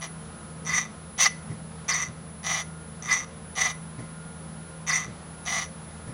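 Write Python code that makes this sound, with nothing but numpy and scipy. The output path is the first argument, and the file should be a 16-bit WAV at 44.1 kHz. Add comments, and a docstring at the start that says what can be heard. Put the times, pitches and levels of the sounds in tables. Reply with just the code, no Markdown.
"""An electronic throttle body is worked open and shut on a stopped engine in a garage, close to a phone.
Its small motor ticks once per gear tooth, faster as it spins up; the looser gears rattle the aluminium
housing and the plate through banks of resonances, and a free gear wheel chatters at top speed.
The motor drive whines as a steady-pitched sine that swells and dips with the load.
The pedal booms and knocks softly in the cabin, and a fan hums in wavering lines over a rush of air."""
import sys
import numpy as np
from scipy import signal
from scipy.fft import rfft, irfft
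from scipy.io import wavfile
from scipy.ndimage import uniform_filter1d

SR = 44100
rng = np.random.default_rng(int(sys.argv[2]) if len(sys.argv) > 2 else 0)


def inscribe(sig):
    """Save sig as 16-bit PCM at rate SR to the path in sys.argv[1].

    A 1-D sig is mono; a 2-D sig holds one channel per row.
    Samples are clipped to [-1, 1] before scaling.
    """
    pcm = np.round(np.clip(np.atleast_2d(sig).T, -1, 1) * 32767)
    wavfile.write(sys.argv[1], SR, pcm.astype(np.int16))


N = 270333
T = np.arange(N) / SR  # time [s]

# air noise in the garage: (frequency [Hz], relative level [dB])
AIR_SPECTRUM = [(22, -26), (45, -11.5), (70, -1.5), (95, -8.5), (125, -1.5), (185, 2.5), (235, -3),
                (290, -9.5), (500, -10), (800, -11), (1400, -14), (2600, -23), (3500, -23.5), (8500, -30.5),
                (11000, -62)]
# hum lines of the fan: (frequency [Hz], level [dB], depth of waver [ratio])
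FAN_HUM = [(56, -66, .2), (80.5, -52, 0.17), (160.9, -45, 0.25), (215.8, -54, 0.65), (238.6, -63, 0.16),
           (457.5, -61.5, 0.58), (533, -62.5, 0.97), (1035, -65.5, 1), (1277, -66, 0.83), (1416, -62, 0.66)]
# the pedal meets its stops: (time [s], boom level [dB], relative knock level [dB], tick level [dB])
PEDAL_THUDS = [(1.493, -31, -38, -48), (2.078, -37, -42.5, -60), (3.982, -26.5, -38.5, -46),
               (5.066, -33, -41.5, -52), (6.069, -32, -39, -50)]
# the gears chatter in their slack at top speed: (mid time [s], length [s], level [dB])
CHATTER_BURSTS = [(0.708, 0.054, -42.5), (1.23, 0.017, -33), (1.258, 0.014, -20.5), (1.922, 0.031, -31.5),
                  (3.112, 0.02, -31.5), (4.912, 0.031, -31)]

# resonances of the free gear wheel on its first flank: (frequency [Hz], width [Hz], relative level [dB])
WHEEL_EARLY_MODES = [(1200, 75, -10), (1750, 240, -8), (5110, 110, -3.5), (5640, 120, -12)]
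# resonances of the free gear wheel on its other flank: (frequency [Hz], width [Hz], relative level [dB])
WHEEL_LATE_MODES = [(1100, 71, -6), (1680, 40, -6), (4000, 150, -17), (4370, 170, 1), (4780, 160, 1)]
# resonances of the motor can: (frequency [Hz], width [Hz], relative level [dB])
MOTOR_MODES = [(5556, 77, -12), (5720, 85, -1.5), (5940, 95, 4), (6078, 103, 4), (6330, 140, -9.5),
               (6680, 61, -4), (6840, 120, -22), (8294, 62, -9.5), (9600, 200, -19), (10140, 61, -20.5),
               (15100, 340, -37)]
# resonances of the housing and gear cover: (frequency [Hz], width [Hz], relative level [dB])
HOUSING_MODES = [(518, 56, -12), (711, 89, -6), (1038, 94, 1), (1114, 89, 3), (1223, 48, 6),
                 (1318, 44, -1.5), (1530, 83, -4.5), (1690, 135, -4.5), (2378, 37, 1), (2650, 9.7, -7),
                 (2794, 32, -16), (3057, 27, -8), (3205, 76, -7.5), (3585, 65, -1), (3754, 25, -5),
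                 (3910, 40, -11), (4420, 45, -20), (4530, 63, -5), (5150, 480, -22.5)]
# resonances of the plate on its shaft: (frequency [Hz], width [Hz], relative level [dB])
PLATE_MODES = [(1803, 72, -9), (1837, 102, -9.5), (1993, 57, 0.5), (2049, 76, -4), (2137, 52, -6)]
# resonances stirred by the return spring while closing: (frequency [Hz], width [Hz], relative level [dB])
SPRING_MODES = [(649, 75, 1), (757, 84, 4), (2700, 23, -8), (2940, 51, 2), (3450, 330, -3), (4260, 170, -1),
                (4350, 100, 0), (4760, 410, -5.5), (5750, 69, 1)]
# the dense small modes of the casting: (frequency [Hz], relative level [dB])
CASTING_SPECTRUM = [(350, -39), (700, -2), (1800, 3.5), (3000, 2.5), (4900, 6), (5600, 9.5), (6900, 8),
                    (7550, -5.5), (8100, 0), (10100, 0), (10900, -41), (12000, -19), (14000, -14),
                    (15600, -9)]

# the motor spins up, then brakes until it stalls: (start [s], spin-up length [s], top tooth rate [Hz],
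# level [dB], spin-up curve [exponent], braking time constant [s], free-running half-length [s])
OPENING_MOVES = [(0.645, .072, 421, -4, 1.36, .1, 0.016), (1.877, .044, 422.7, -1.5, .8, 0.11, .011),
                 (3.018, .078, 422.5, -.5, 5, .1, 0.015), (4.861, 0.052, 414.9, -.5, 1.25, .102, 0.01)]
# motor and spring swing the plate back: (start [s], length [s], delay to top speed [s],
# delay to braking [s], top tooth rate [Hz], level [dB])
CLOSING_MOVES = [(0.004, 0.073, 0.032, 0.057, 145.6, -1.5), (1.174, 0.11, 0.054, 0.082, 548.8, -1.5),
                 (2.425, .206, 0.11, 0.14, 260, 0), (3.547, .176, .074, 0.1255, 315, -0.5),
                 (5.447, 0.22, 0.065, 0.16, 249.3, -0.5)]
# the gears take up their slack and bear hard:
# (time [s], half-length [s], motor gain [dB], gear gain [dB], plate gain [dB])
GEAR_SURGES = [(0.779, 0.056, 9.5, 8, 8.5), (1.204, 0.016, 2, 6.5, 1), (1.258, 0.0074, 14, 6, 12),
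               (1.897, 0.0094, 6, 5.5, 3), (2.026, 0.015, 9.5, 5, 6.5), (3.128, 0.015, 5.5, 5, 6),
               (3.19, 0.013, 6, 0.5, 5.5), (3.615, 0.0069, 9, 2.5, 9), (4.962, 0.017, 7, 3, 9.5),
               (5.578, .008, 1, -0.5, 3.5)]
# faster teeth strike harder:
# (tooth rate [Hz], relative motor tick [dB], relative gear rattle [dB], relative plate ring [dB])
STRIKE_LAW = [(70.4, -59, -56, -59), (107, -42, -42.5, -47.5), (162, -32.5, -34.5, -35.5),
              (248, -27.5, -30.5, -31), (347, -23, -29, -25.5), (540, -14, -27.5, -21.5)]

# tooth rates [Hz]: as an opening begins, as it stalls, and at either end of a closing
START_HZ, STALL_HZ, CREEP_HZ = 115, 87.75, 72.1
SWING_SHAPE = .8  # exponent of the arch of speed while closing
INRUSH_DB, INRUSH_S = 4, .035  # the starting current drives the first ticks of an opening harder
# ticks and plate ring fade while the current reverses from driving to braking
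FREE_TICK_DB, FREE_PLATE_DB = -25, -6.5
FREE_CLOSE_S = .006  # half-length of that reversal while closing
SPRING_LOAD_DB = 1  # the spring presses the gears together while closing
GRIP_DB, GRIP_HZ = 0.93, 129.6  # the teeth grip unevenly: spread and rate of change

# whine of the chopped motor current: pitch and level at rest
WHINE_HZ, WHINE_DB = 10043.3, -48
KICK_DB, KICK_S = 5.5, .018  # jump at top speed of an opening, and its half-length
HOLD_DB, HOLD_S = -7.5, 0.16  # dip while the plate is held open, and its half-length
HOLD_LAG_S = .09  # delay from top speed to that dip
CLOSE_DB, CLOSE_S = 4, 0.1  # swell while closing, and its half-length


def undb(db):
    """Decibels to gain."""
    return 10 ** (np.asarray(db) / 20)


def unit(x):
    """Scale to rms 1."""
    return x / np.sqrt(np.mean(x ** 2))


def bump(s, width):
    """A bell of height 1 around a moment."""
    return np.exp(-((T - s) / width) ** 2)


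def walk(rate):
    """Smooth chance with about `rate` turns a second and a spread near 1."""
    k = int(SR / rate)
    held = rng.standard_normal(2000)[np.arange(N) // k]
    return 1.59 * uniform_filter1d(uniform_filter1d(held, k), k)


def colour(x, points):
    """Shape a sound by a spectrum of (frequency [Hz], level [dB]) points."""
    hz, db = np.transpose(points)
    f = np.maximum(np.fft.rfftfreq(len(x), 1 / SR), 1)
    gain = undb(np.interp(np.log(f), np.log(hz), db))
    return irfft(rfft(x) * gain, len(x))


def modes(table, size=6000):
    """Ring of a set of resonances after one tap, with energy 1; neighbours swing in opposite senses."""
    t = T[:size]
    ring = np.zeros(size)
    for k, (hz, width, db) in enumerate(table):
        decay = np.exp(-np.pi * width * t)
        ring += (-1) ** k * undb(db) * width * decay * np.sin(2 * np.pi * hz * t)
    return ring / np.linalg.norm(ring)


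def tail(points, t60, size=30000):
    """Ring of countless modes: coloured noise that dies away, with energy 1."""
    noise = colour(rng.standard_normal(size), points)
    ring = noise * np.exp(-np.log(1000) * T[:size] / t60)
    return ring / np.linalg.norm(ring)


def through(x, ring):
    """Pass a drive through a ringing body."""
    return signal.fftconvolve(x, ring)[:N]


def contacts(turn, scatter_db, slop, scrape, scrape_decay):
    """One tap per tooth, uneven in force and timing, and a short scrape as flanks slide; mean power 1."""
    at = np.flatnonzero(np.diff(np.floor(turn)) > 0)
    step = turn[at + 1] - turn[at]  # teeth per sample
    late, force = rng.standard_normal((3000, 2))[:len(at)].T
    struck = np.clip(at + (slop * late / step).astype(int), 0, N - 1)
    taps = np.zeros(N)
    taps[struck] = undb(scatter_db * force) / np.sqrt(step)
    fade = np.exp(-(turn % 1) / scrape_decay) * np.sqrt(2 / scrape_decay)
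    slide = rng.standard_normal(N) * fade
    return (taps + scrape * slide) / np.hypot(1, scrape)


def garage():
    """A fan hums with lines that waver in strength and phase, over an even rush of air."""
    air = unit(colour(rng.standard_normal(N), AIR_SPECTRUM)) * undb(-45.0 + .5 * walk(5.19))
    hum = np.zeros(N)
    for hz, db, waver in FAN_HUM:
        sway = 1 + waver * (walk(9) + 1j * walk(9))
        line = (sway * np.exp(2j * np.pi * hz * T)).real
        # the waver adds power, so divide it out
        hum += undb(db) * np.sqrt(2) * line / np.sqrt(1 + 2 * waver ** 2)
    return air + hum


def pedal(boom_hz=119, boom_t60=0.2, rise=0.0085):
    """Soft thuds boom as a dying sine in the cabin, with a dull knock and a faint tick of noise on top."""
    out = np.zeros(N)
    knock_spectrum = [(60, -7), (120, 8), (340, -4.0), (600, -11.5), (1500, -36), (4000, -51), (10000, -83)]
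    tick_spectrum = [(500, -21), (1500, -13), (2000, 8.5), (2600, -14), (5800, -9), (8500, -23), (11000, -55)]
    knock = unit(colour(rng.standard_normal(N), knock_spectrum))
    tick = unit(colour(rng.standard_normal(N), tick_spectrum))
    for s, boom_db, knock_db, tick_db in PEDAL_THUDS:
        age = np.maximum(T - s, 0)
        boom_decay = np.exp(-np.log(1000) * age / boom_t60)
        boom = undb(boom_db) * np.sin(2 * np.pi * boom_hz * age) * boom_decay
        dull = undb(knock_db + 5.5) * knock * np.exp(-age / 0.04)
        faint = undb(tick_db) * tick * np.exp(-age / 0.052)
        out += (1 - np.exp(-age / rise)) * (boom + dull + faint)
    return out


def whine(ripple_db=1.1, ripple_hz=110):
    """The drive chops the motor current at a fixed rate; the tone follows the load and trembles with the servo."""
    db = WHINE_DB + ripple_db * walk(ripple_hz)
    for start, spin_s, *_ in OPENING_MOVES:
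        top = start + spin_s
        db = db + KICK_DB * bump(top, KICK_S) + HOLD_DB * bump(top + HOLD_LAG_S, HOLD_S)
    for start, _, top_s, *_ in CLOSING_MOVES:
        db = db + CLOSE_DB * bump(start + top_s, CLOSE_S)
    return undb(db) * np.sin(2 * np.pi * WHINE_HZ * T)


def chatter(rate_hz=420):
    """Running free, a gear wheel chatters in its slack; its ring drops as it crosses to the other flank."""
    early, late = np.zeros((2, N))
    for s, length, db in CHATTER_BURSTS:
        progress = np.clip((T - s) / length + .5, 0, 1)
        swell = undb(db) * np.sqrt(4 * progress * (1 - progress))
        # equal-power crossfade from one flank to the other
        early += swell * np.sqrt(1 - progress)
        late += swell * np.sqrt(progress)
    taps = contacts(T * rate_hz, scatter_db=2, slop=.1, scrape=.5, scrape_decay=.4)
    return through(taps * early, modes(WHEEL_EARLY_MODES)) + through(taps * late, modes(WHEEL_LATE_MODES))


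def motion():
    """Tooth rate [Hz], level [dB], free running and starting current (0-1), and when it opens and closes."""
    rate = np.full(N, float(CREEP_HZ))
    db, free, inrush, opening, closing = np.zeros((5, N))
    for start, spin_s, top_hz, level_db, curve, braking_s, free_s in OPENING_MOVES:
        stall = start + spin_s + braking_s * np.log(top_hz / STALL_HZ)
        on = (T >= start) & (T < stall)
        age = T[on] - start
        spin_up = START_HZ + (top_hz - START_HZ) * np.minimum(age / spin_s, 1) ** curve
        rate[on] = spin_up * np.exp(-np.maximum(age - spin_s, 0) / braking_s)
        db[on] = level_db
        inrush[on] = np.exp(-age / INRUSH_S)
        opening[on] = 1
        free += bump(start + spin_s, free_s)
    for start, length, top_s, brake_s, top_hz, level_db in CLOSING_MOVES:
        on = (T >= start) & (T < start + length)
        angle = np.interp(T[on] - start, [0, top_s, length], [0, np.pi / 2, 0])
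        arch = np.sin(angle) ** SWING_SHAPE
        rate[on] = CREEP_HZ + (top_hz - CREEP_HZ) * arch
        db[on] = level_db
        closing[on] = 1
        free += bump(start + brake_s, FREE_CLOSE_S)
    return rate, db, free, inrush, opening, closing


def forces(rate, db, free, inrush, closing):
    """Drive in dB of ticks, rattle and plate ring: set by speed, current and spring, raised by surges."""
    law_hz, *laws = np.transpose(STRIKE_LAW)
    levels = np.array([db + np.interp(np.log(rate), np.log(law_hz), law) for law in laws])
    for s, length, *gains_db in GEAR_SURGES:
        levels += np.outer(gains_db, bump(s, length))
    tick_db, gear_db, plate_db = levels + GRIP_DB * walk(GRIP_HZ)
    return (tick_db + FREE_TICK_DB * free + INRUSH_DB * inrush,
            gear_db + SPRING_LOAD_DB * closing,
            plate_db + FREE_PLATE_DB * free)


def throttle(closing_db=3, speed_db=5):
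    """The motor ticks in step with its speed; the looser gears shake housing and plate."""
    rate, db, free, inrush, opening, closing = motion()
    tick_db, gear_db, plate_db = forces(rate, db, free, inrush, closing)
    moving = opening + closing > 0
    # each move starts half a tooth before its first contact
    turn = np.cumsum(rate) / SR
    turn = turn - np.maximum.accumulate(turn * ~moving) + .5
    motor_teeth = contacts(turn, scatter_db=1.5, slop=.025, scrape=.25, scrape_decay=.1)
    ticks = moving * undb(tick_db) * motor_teeth
    teeth = moving * contacts(turn, scatter_db=2.8, slop=.1, scrape=.55, scrape_decay=.3)
    gears = teeth * undb(gear_db)
    motor = undb(-3.5) * through(ticks, modes(MOTOR_MODES))
    housing = undb(-6.0) * through(gears, modes(HOUSING_MODES))
    plate = undb(-1.5) * through(teeth * undb(plate_db), modes(PLATE_MODES))
    spring = undb(-8.5) * through(gears * closing, modes(SPRING_MODES))
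    # faster teeth strike harder, and more so with the spring behind them
    hardness = undb(closing_db * closing + speed_db * np.log2(np.maximum(rate / 300, 1)))
    shake = hardness * (undb(-14) * gears + undb(-15) * ticks)
    casting = through(shake, tail(CASTING_SPECTRUM, t60=0.051))
    return motor + housing + plate + spring + casting


def scene():
    """The throttle close by, its faint echo from engine bay and walls, and the room."""
    near = throttle() + chatter()
    echo_spectrum = [(300, -38), (2000, -2.5), (6000, -7), (14000, -18.0)]
    echo = through(near, tail(echo_spectrum, t60=0.29))
    return (near + undb(-20) * echo + whine() + pedal() + garage())[None]


def record(dry):
    """The phone cuts the top: a steep low-pass at 15.8 kHz."""
    low_pass = signal.ellip(10, .2, 80, 15800, fs=SR, output="sos")
    return signal.sosfilt(low_pass, dry)


dry = scene()
out = record(dry)
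inscribe(out)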